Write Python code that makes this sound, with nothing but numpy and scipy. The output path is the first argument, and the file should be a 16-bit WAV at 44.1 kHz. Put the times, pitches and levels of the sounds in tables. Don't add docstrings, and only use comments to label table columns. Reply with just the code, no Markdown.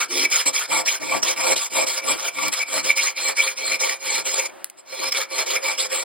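import sys
import numpy as np
from scipy import signal
from scipy.fft import rfft, irfft, next_fast_len
from scipy.io import wavfile
from scipy.ndimage import uniform_filter1d

SR = 44100
rng = np.random.default_rng(int(sys.argv[2]) if len(sys.argv) > 2 else 0)


def transcribe(signal):
    frames = np.atleast_2d(signal).T
    limited = np.clip(frames, -1, 1)
    pcm = np.round(limited * 32767).astype(np.int16)
    wavfile.write(sys.argv[1], SR, pcm)


N = 266364
TIME = np.arange(N) / SR
HZ = np.fft.rfftfreq(8192, 1 / SR)


def filing(chatter_db=0.67, chatter_hz=170, lurch_db=1.13, lurch_hz=35, rasp_db=-5, bench_db=-1.0, head_db=-0.06,
           bite_db=-1.4, blade_db=1.24, thrum_db=-0.4, clamp_db=-2.0):
    # (frequency [Hz], width [Hz], relative level [dB])
    bench_modes = [(351, 56, -6), (423, 7.7, -3), (534, 16.2, 6), (631, 38, -1), (710, 165, -11.5),
                   (913, 95, -4), (1157, 21.7, -1), (1386, 16, -6), (1464, 10, -18)]
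    head_modes = [(1910, 29, -1.5), (1884, 38, -35), (2201, 53, 11.5), (2301, 31, 19.5), (2320, 21, 10),
                  (2523, 23, 6), (2385, 31, 15.5), (2770, 30, -17)]
    bite_modes = [(5030, 37, 3), (5074, 56, 13.5), (5470, 400, 11.6)]
    blade_modes = [(7645, 124, 14), (8200, 550, -9), (10350, 380, -4)]
    file_end_modes = [(4190, 85, 15), (4260, 230, -10)]
    hiss_modes = [(6580, 330, 10.5), (6060, 120, -24), (7030, 140, 8)]
    clamp_modes = [(426, 54, -4.5), (543.6, 15.3, 15.5)]
    thrum_modes = [(69, 55, -18), (156, 37, -6), (254, 40, -2), (298.6, 20.4, 7)]
    # (frequency [Hz], relative level [dB])
    rasp_spectrum = [(40, -29), (200, -44.5), (400, -1.5), (850, 2), (1300, 6), (1650, 1.5), (2050, 6),
                     (2650, 2.5), (3350, 6.5), (3700, 2), (4500, 5.5), (5800, -9.5), (9000, 3),
                     (12000, 1.5), (16000, -8.5)]
    # (time [s], free end [dB], hiss [dB])
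    file_tone = [(0, -22, -5), (2.2, -22, -6), (3.2, -12.5, -4.5), (4.4, -14.5, -3), (5.1, -15.5, -6.5),
                 (6.04, -25, -5)]
    # (time [s], level relative to the force [dB])
    clamp_level = [(2.2, -30), (3.2, -16.5), (4.4, -10.5), (5.1, -10)]
    # (time [s], half length [s], extra force [dB])
    snags = [(0.053, 0.0035, -5), (0.254, 0.0092, 6), (0.314, 0.00089, 6.5), (0.405, 0.017, 6.5),
             (0.461, 0.0029, 2), (0.858, .002, -1), (.957, 0.011, 4), (1.028, 0.016, 7), (1.232, 0.0041, 9),
             (1.32, .002, 3), (1.405, 0.018, 3), (1.563, 0.0044, 3), (1.656, 0.0022, 0),
             (1.875, 0.0091, 1.5), (1.979, 0.0068, 5), (2.198, .007, 4.5), (2.288, 0.011, 8),
             (2.487, 0.014, 6), (2.536, .01, 7), (2.686, 0.0082, 4.5), (2.849, 0.0093, 4),
             (2.98, 0.0074, 1), (3.402, 0.0047, 0), (3.475, 0.011, 5), (3.816, 0.0071, -1.5),
             (3.897, .002, 6), (4.263, .006, 2), (4.343, .002, 5.6), (4.398, 0.0088, 5),
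             (4.464, 0.011, 10.5), (5.035, 0.013, 5.5), (5.124, 0.006, 14), (5.215, 0.016, 3),
             (5.394, 0.013, 4.5), (5.508, .003, 4), (5.572, .012, 2), (5.795, 0.0027, -3)]
    # (time [s], extra level [dB])
    flares = [(.252, 7.5), (.35, 8.5), (.575, 6), (.885, 10.5), (1.1, 4), (1.275, 15), (1.41, 1),
              (1.607, 10.5), (1.8, 8), (2.38, 7), (2.631, 10), (2.902, 12.5), (2.993, 17), (3.075, 12),
              (3.404, 12), (3.484, 14), (3.615, 7.5), (3.724, 12), (3.83, 5), (4.057, -3), (4.396, 9),
              (5.155, 10), (5.4, -6), (5.571, 11.5)]
    flare_half_s = 0.019
    push_end_db, push_hiss_db = 5.5, -2

    push, speed, force_db, bench, head, bite, blade, rocking = hand()
    snag_db = sum(db * bump(s, half_s) for s, half_s, db in snags)
    force = amp(force_db + snag_db)
    flare = sum(db * bump(s, flare_half_s) for s, db in flares)
    free_end, hiss = curves(file_tone)
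    clamp = curves(clamp_level)[0]

    chatter = unit(amp(chatter_db * wander(chatter_hz) + lurch_db * wander(lurch_hz)))
    tooth = chatter * teeth(speed)
    rasp = colour(shifting(grit(chatter)) + tooth, amp(at_hz(rasp_spectrum, HZ)))
    sound = amp(rasp_db) * unit(rasp)
    sound += chatter * squeals()

    drive = shifting(grit(chatter)) + .5 * tooth
    parts = [(bench_modes, bench + bench_db),
             (head_modes, head + flare + head_db),
             (bite_modes, bite + bite_db),
             (blade_modes, blade + blade_db),
             (file_end_modes, free_end + push_end_db * push),
             (hiss_modes, hiss + push_hiss_db * push),
             (clamp_modes, clamp + clamp_db)]
    for modes, db in parts:
        sound += amp(db) * unit(colour(drive, ringing(modes)))
    sound += amp(rocking + thrum_db) * unit(colour(grit(chatter), ringing(thrum_modes)))
    return force * sound


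def hand():
    # (bench [dB], head ring [dB], blade [dB], rocking [dB])
    stroke_rows = [(-0.07, 0.15, 0, -19, 0.05, 0.044, -28, -17, -4.5, -9.5, -18),
                   (0.079, 0.2, 1, -20.5, 0.061, 0.061, 8, -11, -10.5, -23.5, -21),
                   (0.292, 0.16, 0, -15.5, 0.035, 0.15, 8.5, -24, -10, -13, -36),
                   (0.453, 0.071, 1, -15.5, 0.019, 0.094, -6.5, -4, -6.5, -9, -11.5),
                   (0.518, 0.16, 0, -23, 0.05, 0.035, -12, -15.5, -10, -10.5, -33),
                   (0.673, 0.16, 1, -21.5, 0.054, 0.042, 2.5, -3.5, -4.5, -10.5, -9),
                   (0.845, 0.15, 0, -21.5, 0.022, 0.074, 1, -15.5, -13.5, -11, -31),
                   (0.993, 0.21, 1, -28.5, 0.011, 0.052, 20.5, 1, -2.5, -15, -3.5),
                   (1.212, 0.14, 0, -20.5, 0.03, 0.057, 9.5, -11, -16, -13, -22),
                   (1.359, 0.2, 1, -23.0, 0.0049, 0.049, 16, -3.5, -3.5, -13.5, -10.5),
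                   (1.552, 0.14, 0, -24, 0.01, 0.04, -1, -12.5, -14.5, -5.5, -29),
                   (1.699, 0.16, 1, -20.5, 0.096, 0.017, -9.5, -5, -6, -12.5, -10.5),
                   (1.857, 0.16, 0, -23.5, 0.018, 0.027, -10.5, -15, -8.5, -9.5, -29.5),
                   (2.015, 0.15, 1, -14.5, 0.17, 0.089, 8, -2.5, -7, -14, -8),
                   (2.175, 0.13, 0, -25, 0.0057, 0.059, 17, -14, -9.5, -22, -28),
                   (2.325, 0.18, 1, -21.5, 0.16, 0.034, -10, -6, -6, -17.5, -7.5),
                   (2.511, 0.14, 0, -26.0, 0.023, 0.037, -0.5, -16.5, -8.5, -7, -34),
                   (2.659, 0.17, 1, -19, 0.16, 0.056, -1, -9, -5.5, -14, -12),
                   (2.829, 0.12, 0, -14, 0.12, 0.073, -14.5, -12.5, -6, -12.5, -20.5),
                   (2.949, 0.19, 0, -21, 0.032, 0.084, -6, -19, -10.5, -11.5, -33),
                   (3.141, 0.2, 1, -24, 0.06, 0.058, 7, -12, -3.5, -15, -19.5),
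                   (3.351, 0.21, 0, -25, 0.042, 0.063, -12, -15, -9, -11, -36),
                   (3.546, 0.237, 1, -26.5, 0.048, 0.054, 12.5, -8.5, -5.5, -16, -15),
                   (3.785, 0.2, 0, -23.5, 0.031, 0.086, -8.5, -13, -6.5, -14, -36),
                   (3.984, 0.25, 1, -25, 0.1, 0.048, 7, -9, -4.5, -15.5, -16),
                   (4.235, 0.25, 0, -24, 0.039, 0.11, 3.5, -12.5, -8, -10, -33),
                   (4.767, 0.055, 1, -47, 0.016, 0.033, -1, -11, -10, -8, -28),
                   (4.849, 0.26, 1, -31, 0.1, 0.025, 12.5, -5.5, -6.5, -28, -15),
                   (5.108, 0.16, 0, -21, 0.12, 0.068, -14.5, -18, -7, -16, -38),
                   (5.279, 0.18, 1, -25, 0.053, 0.071, 16.5, -6, -3.5, -18, -50.5),
                   (5.451, 0.15, 0, -22.5, 0.016, 0.06, 9.5, -11.5, -9.5, -14, -42),
                   (5.616, 0.16, 1, -22, 0.042, 0.072, -6, -5.5, -4.5, -17, -32),
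                   (5.767, 0.12, 0, -24.0, 0.03, 0.041, -6, -14, -10.5, -3.5, -41),
                   (5.889, 0.15, 1, -23.5, 0.056, 0.012, -7.5, -8, -6.5, -13.5, -38)]
    # (share of the stroke 0-1, bench [dB], head ring [dB], bite [dB],
    # blade [dB], rocking [dB])
    along_pull = [(.15, 0.5, 0, -2, 4.5, 10), (.5, 4.5, -2.5, -6, -3.5, -9.5),
                  (.85, -0.5, 2.5, -3.5, -3, 0)]
    along_push = [(.15, -3.1, 0.61, -4, 5, -3), (.5, 0.046, -1.3, -7.5, 10.5, -5.5),
                  (.85, -0.17, -0.076, -3.5, 8, -2.5)]
    turn_depth_db, turn_curve = 24, 2.286
    catch_s, catch_db = 0.011, 3.5

    controls = np.zeros((8, N))
    controls[2] = -120
    for start, length, direction, force_db, attack, release, swell_db, bench, head, blade, rocking in stroke_rows:
        now = (TIME >= start) & (TIME < start + length + .02)
        u = np.clip((TIME[now] - start) / length, 0, 1)
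        push = direction > .5
        speed = abs(np.sin(np.pi * u))
        setting_off = np.maximum(1 - u * length / attack, 0) ** turn_curve
        stopping = np.maximum(1 - (1 - u) * length / release, 0) ** turn_curve
        turning_db = turn_depth_db * (setting_off + stopping)
        skating_db = 0 if push else catch_db / (1 + (u * length / catch_s) ** 8)
        stroke_db = force_db + swell_db * (u - .5) - turning_db - skating_db
        place, *along = np.transpose(along_push if push else along_pull)
        levels = (bench, head, 0, blade, rocking)
        parts = [db + np.interp(u, place, shape) for db, shape in zip(levels, along)]
        controls[:, now] = [np.full(len(u), push), speed, stroke_db, *parts]
    return controls


def grit(chatter, chips_per_s=1800, chip_share=0.37):
    chips = unit(rng.random(N) < chips_per_s / SR)
    friction = np.sqrt(1 - chip_share) * rng.standard_normal((2, N))
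    cracks = np.sqrt(chip_share) * chips * rng.choice([-1, 1], (2, N))
    return chatter * (friction + cracks)


def shifting(x, patchy_db=4.0):
    z = signal.stft(x, nperseg=512)[2]
    patches = rng.standard_normal(z.shape[1:])
    patches = uniform_filter1d(patches, size=6, axis=0)
    patches = uniform_filter1d(patches, size=5, axis=1)
    return unit(signal.istft(z * amp(patchy_db * unit(patches)), nperseg=512)[1][:, :N])


def teeth(speed, top_hz=3900, teeth_db=-10):
    return amp(teeth_db) * speed * tooth_tone(top_hz * speed)


def squeals(length_s=0.021, octaves_per_s=16):
    # (time [s], pitch at that time [Hz], level relative to the force [dB])
    squeal_rows = [(0.019, 1299, -3.5), (.62, 1467, -3.5), (.915, 3440, -9), (1.275, 3300, -6.5),
                   (1.572, 3790, -1), (1.925, 3510, -21), (2.25, 3420, -13), (2.575, 3462, -7),
                   (2.905, 2106, -14.5), (3.019, 3203, -5), (3.426, 3400, -6.5), (5.171, 3660, -3),
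                   (5.214, 1754, -10), (5.51, 3380, -6), (5.55, 1286, -10), (5.802, 3775, 1.5)]
    s, hz, db = np.transpose(squeal_rows)
    nearest = np.argmin(abs(TIME[:, None] - s), axis=1)
    age = np.clip(TIME - s[nearest], -.07, .07)
    envelope = amp(db[nearest]) * np.exp(-(age / length_s) ** 2)
    return envelope * tooth_tone(hz[nearest] * 2 ** (octaves_per_s * age))


def tooth_tone(rate_hz, jitter=.11, jitter_hz=600, overtone=0.56):
    uneven = 1 + jitter * np.array([wander(jitter_hz), wander(jitter_hz)])
    phase = 2 * np.pi * np.cumsum(rate_hz * uneven, axis=1) / SR
    return unit(np.sin(phase) + overtone * np.sin(2 * phase))


def taps(ring_db=-29, ring_t60=0.12):
    # (time [s], relative level [dB], click decay by 60 dB [s])
    tap_rows = [(.3023, -18, 0.009), (2.178, -19, 0.0046), (2.4825, 0, 0.0025), (3.352, -39, 0.0055),
                (4.644, -4, 0.0042), (4.699, -24, 0.015)]
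    # (frequency [Hz], level [dB])
    tap_spectrum = [(100, -35.5), (1500, -11.5), (4500, -8), (7000, -2), (11000, 1), (16000, -10)]
    blows = np.zeros((2, N))
    for s, db, t60 in tap_rows:
        age = np.maximum(TIME - s, 0)
        click = amp(-60 * age / t60)
        ring = amp(ring_db - 60 * age / ring_t60)
        blows += (TIME >= s) * amp(db) * (click + ring)
    return colour(blows * rng.standard_normal((2, N)), amp(at_hz(tap_spectrum, HZ)))


def growl(at_s=0.19, length_s=0.093, growl_db=-35):
    # (frequency [Hz], width [Hz], relative level [dB])
    growl_modes = [(282, 27, 3), (358, 30, 7), (446, 50, 1)]
    judder = unit(colour(rng.standard_normal((1, N)), ringing(growl_modes)))
    return amp(growl_db) * np.exp(-((TIME - at_s) / length_s) ** 4) * judder


def room(x, wet_db=-15):
    # (frequency [Hz], time [s])
    room_t60 = [(1000, 0.15), (3000, 0.095), (12000, 0.047)]
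    # (frequency [Hz], level [dB])
    room_colour = [(700, 0.5), (4000, -2.5), (12000, -30)]
    hz, t, z = signal.stft(rng.standard_normal((2, SR // 2)), SR, nperseg=256)
    decay = amp(-60 * t / at_hz(room_t60, hz)[:, None])
    build_up = np.minimum(t / 0.041, 1)
    tail = signal.istft(z * decay * build_up, SR, nperseg=256)[1]
    wet = signal.fftconvolve(x, tail / np.linalg.norm(tail[0]), axes=1)[:, :N]
    return amp(wet_db) * colour(wet, amp(at_hz(room_colour, HZ)))


def air():
    # (frequency [Hz], relative level [dB])
    air_spectrum = [(24, -66), (40, -32), (382, -3.5), (467, -32), (529, -4.5), (2210, -17), (4680, -27.5),
                    (6330, -26.5), (7360, -26.5), (16000, -35)]
    # (time [s], level [dB])
    air_level = [(0, -65), (4.4, -48), (4.52, -44), (4.63, -44), (4.68, -54.5), (4.85, -53), (5.1, -51.5),
                 (6.04, -44)]
    rush = unit(colour(rng.standard_normal((2, N)), amp(at_hz(air_spectrum, HZ))))
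    return amp(curves(air_level)[0]) * rush


def ports(pair):
    # (frequency [Hz], left lead [rad])
    port_phase = [(400, 3.0), (700, 2.2), (900, .3), (1300, -.3), (3700, 0), (4800, -.7), (5400, -2.5),
                  (5900, -3.1), (6600, -3.18), (7400, -3.7), (9200, -6.5), (11000, -8.7), (13500, -9.6),
                  (15000, -12.5)]
    # (frequency [Hz], likeness 0-1)
    port_likeness = [(150, .96), (300, .86), (420, .25), (1500, .65), (2300, .92), (3200, .99), (4600, .75),
                     (5500, .9), (6000, .998), (6700, .998), (8000, .55), (12500, .88), (15000, .6)]
    # (frequency [Hz], left minus right [dB])
    port_balance = [(330, 0.5), (528, -5.5), (680, 8.5), (790, -5.5), (1179, 5), (1450, 1), (3400, 0),
                    (4700, -3), (7000, 0)]
    length = 2 * next_fast_len(N)
    f = np.fft.rfftfreq(length, 1 / SR)
    a, b = rfft(pair, length)
    alike = np.clip(at_hz(port_likeness, f), 0, 1)
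    turn = np.exp(1j * at_hz(port_phase, f))
    lean = amp(at_hz(port_balance, f) / 2)
    left = a * turn * lean
    right = (alike * a + np.sqrt(1 - alike ** 2) * b) / lean
    return irfft(np.array([left, right]))[:, :N]


def amp(db):
    return 10 ** (np.asarray(db) / 20)


def unit(x):
    return x / np.sqrt(np.mean(x ** 2) + 1e-20)


def at_hz(points, hz):
    f, value = np.transpose(points)
    return np.interp(np.log(hz + 1), np.log(f), value)


def curves(rows):
    s, *columns = np.transpose(rows)
    return [np.interp(TIME, s, c) for c in columns]


def bump(s, half_s):
    return np.exp(-np.minimum(((TIME - s) / half_s) ** 2, 50))


def wander(rate_hz):
    f = np.fft.rfftfreq(N, 1 / SR)
    return unit(irfft(rfft(rng.standard_normal(N)) / (1 + (f / rate_hz) ** 2), N))


def colour(x, gain):
    log_gain = np.log(np.maximum(np.r_[gain, gain[-2:0:-1]], 1e-5))
    response = np.fft.ifft(np.exp(np.conj(signal.hilbert(log_gain)))).real[:len(HZ)]
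    return signal.oaconvolve(x, response[None], axes=1)[:, :N]


def ringing(modes):
    power = sum(amp(db) ** 2 / (1 + ((HZ - hz) / (width / 2)) ** 2) for hz, width, db in modes)
    low_hz, high_hz = .9 * modes[0][0], 1.2 * modes[-1][0]
    low_skirt = 1 + (low_hz / (HZ + 1)) ** 6
    high_skirt = 1 + (HZ / high_hz) ** 10
    return np.sqrt(power / low_skirt / high_skirt)


def scene():
    direct = filing() + taps()
    soft_ends = signal.windows.tukey(N, .002)
    return ports(soft_ends * (direct + room(direct) + air())) + growl()


def record(dry):
    edge_hz = 16100
    low_pass = signal.firwin(401, edge_hz, window=("kaiser", 9), fs=SR)
    return signal.oaconvolve(dry, low_pass[None], "same")


dry = scene()
out = record(dry)
transcribe(out)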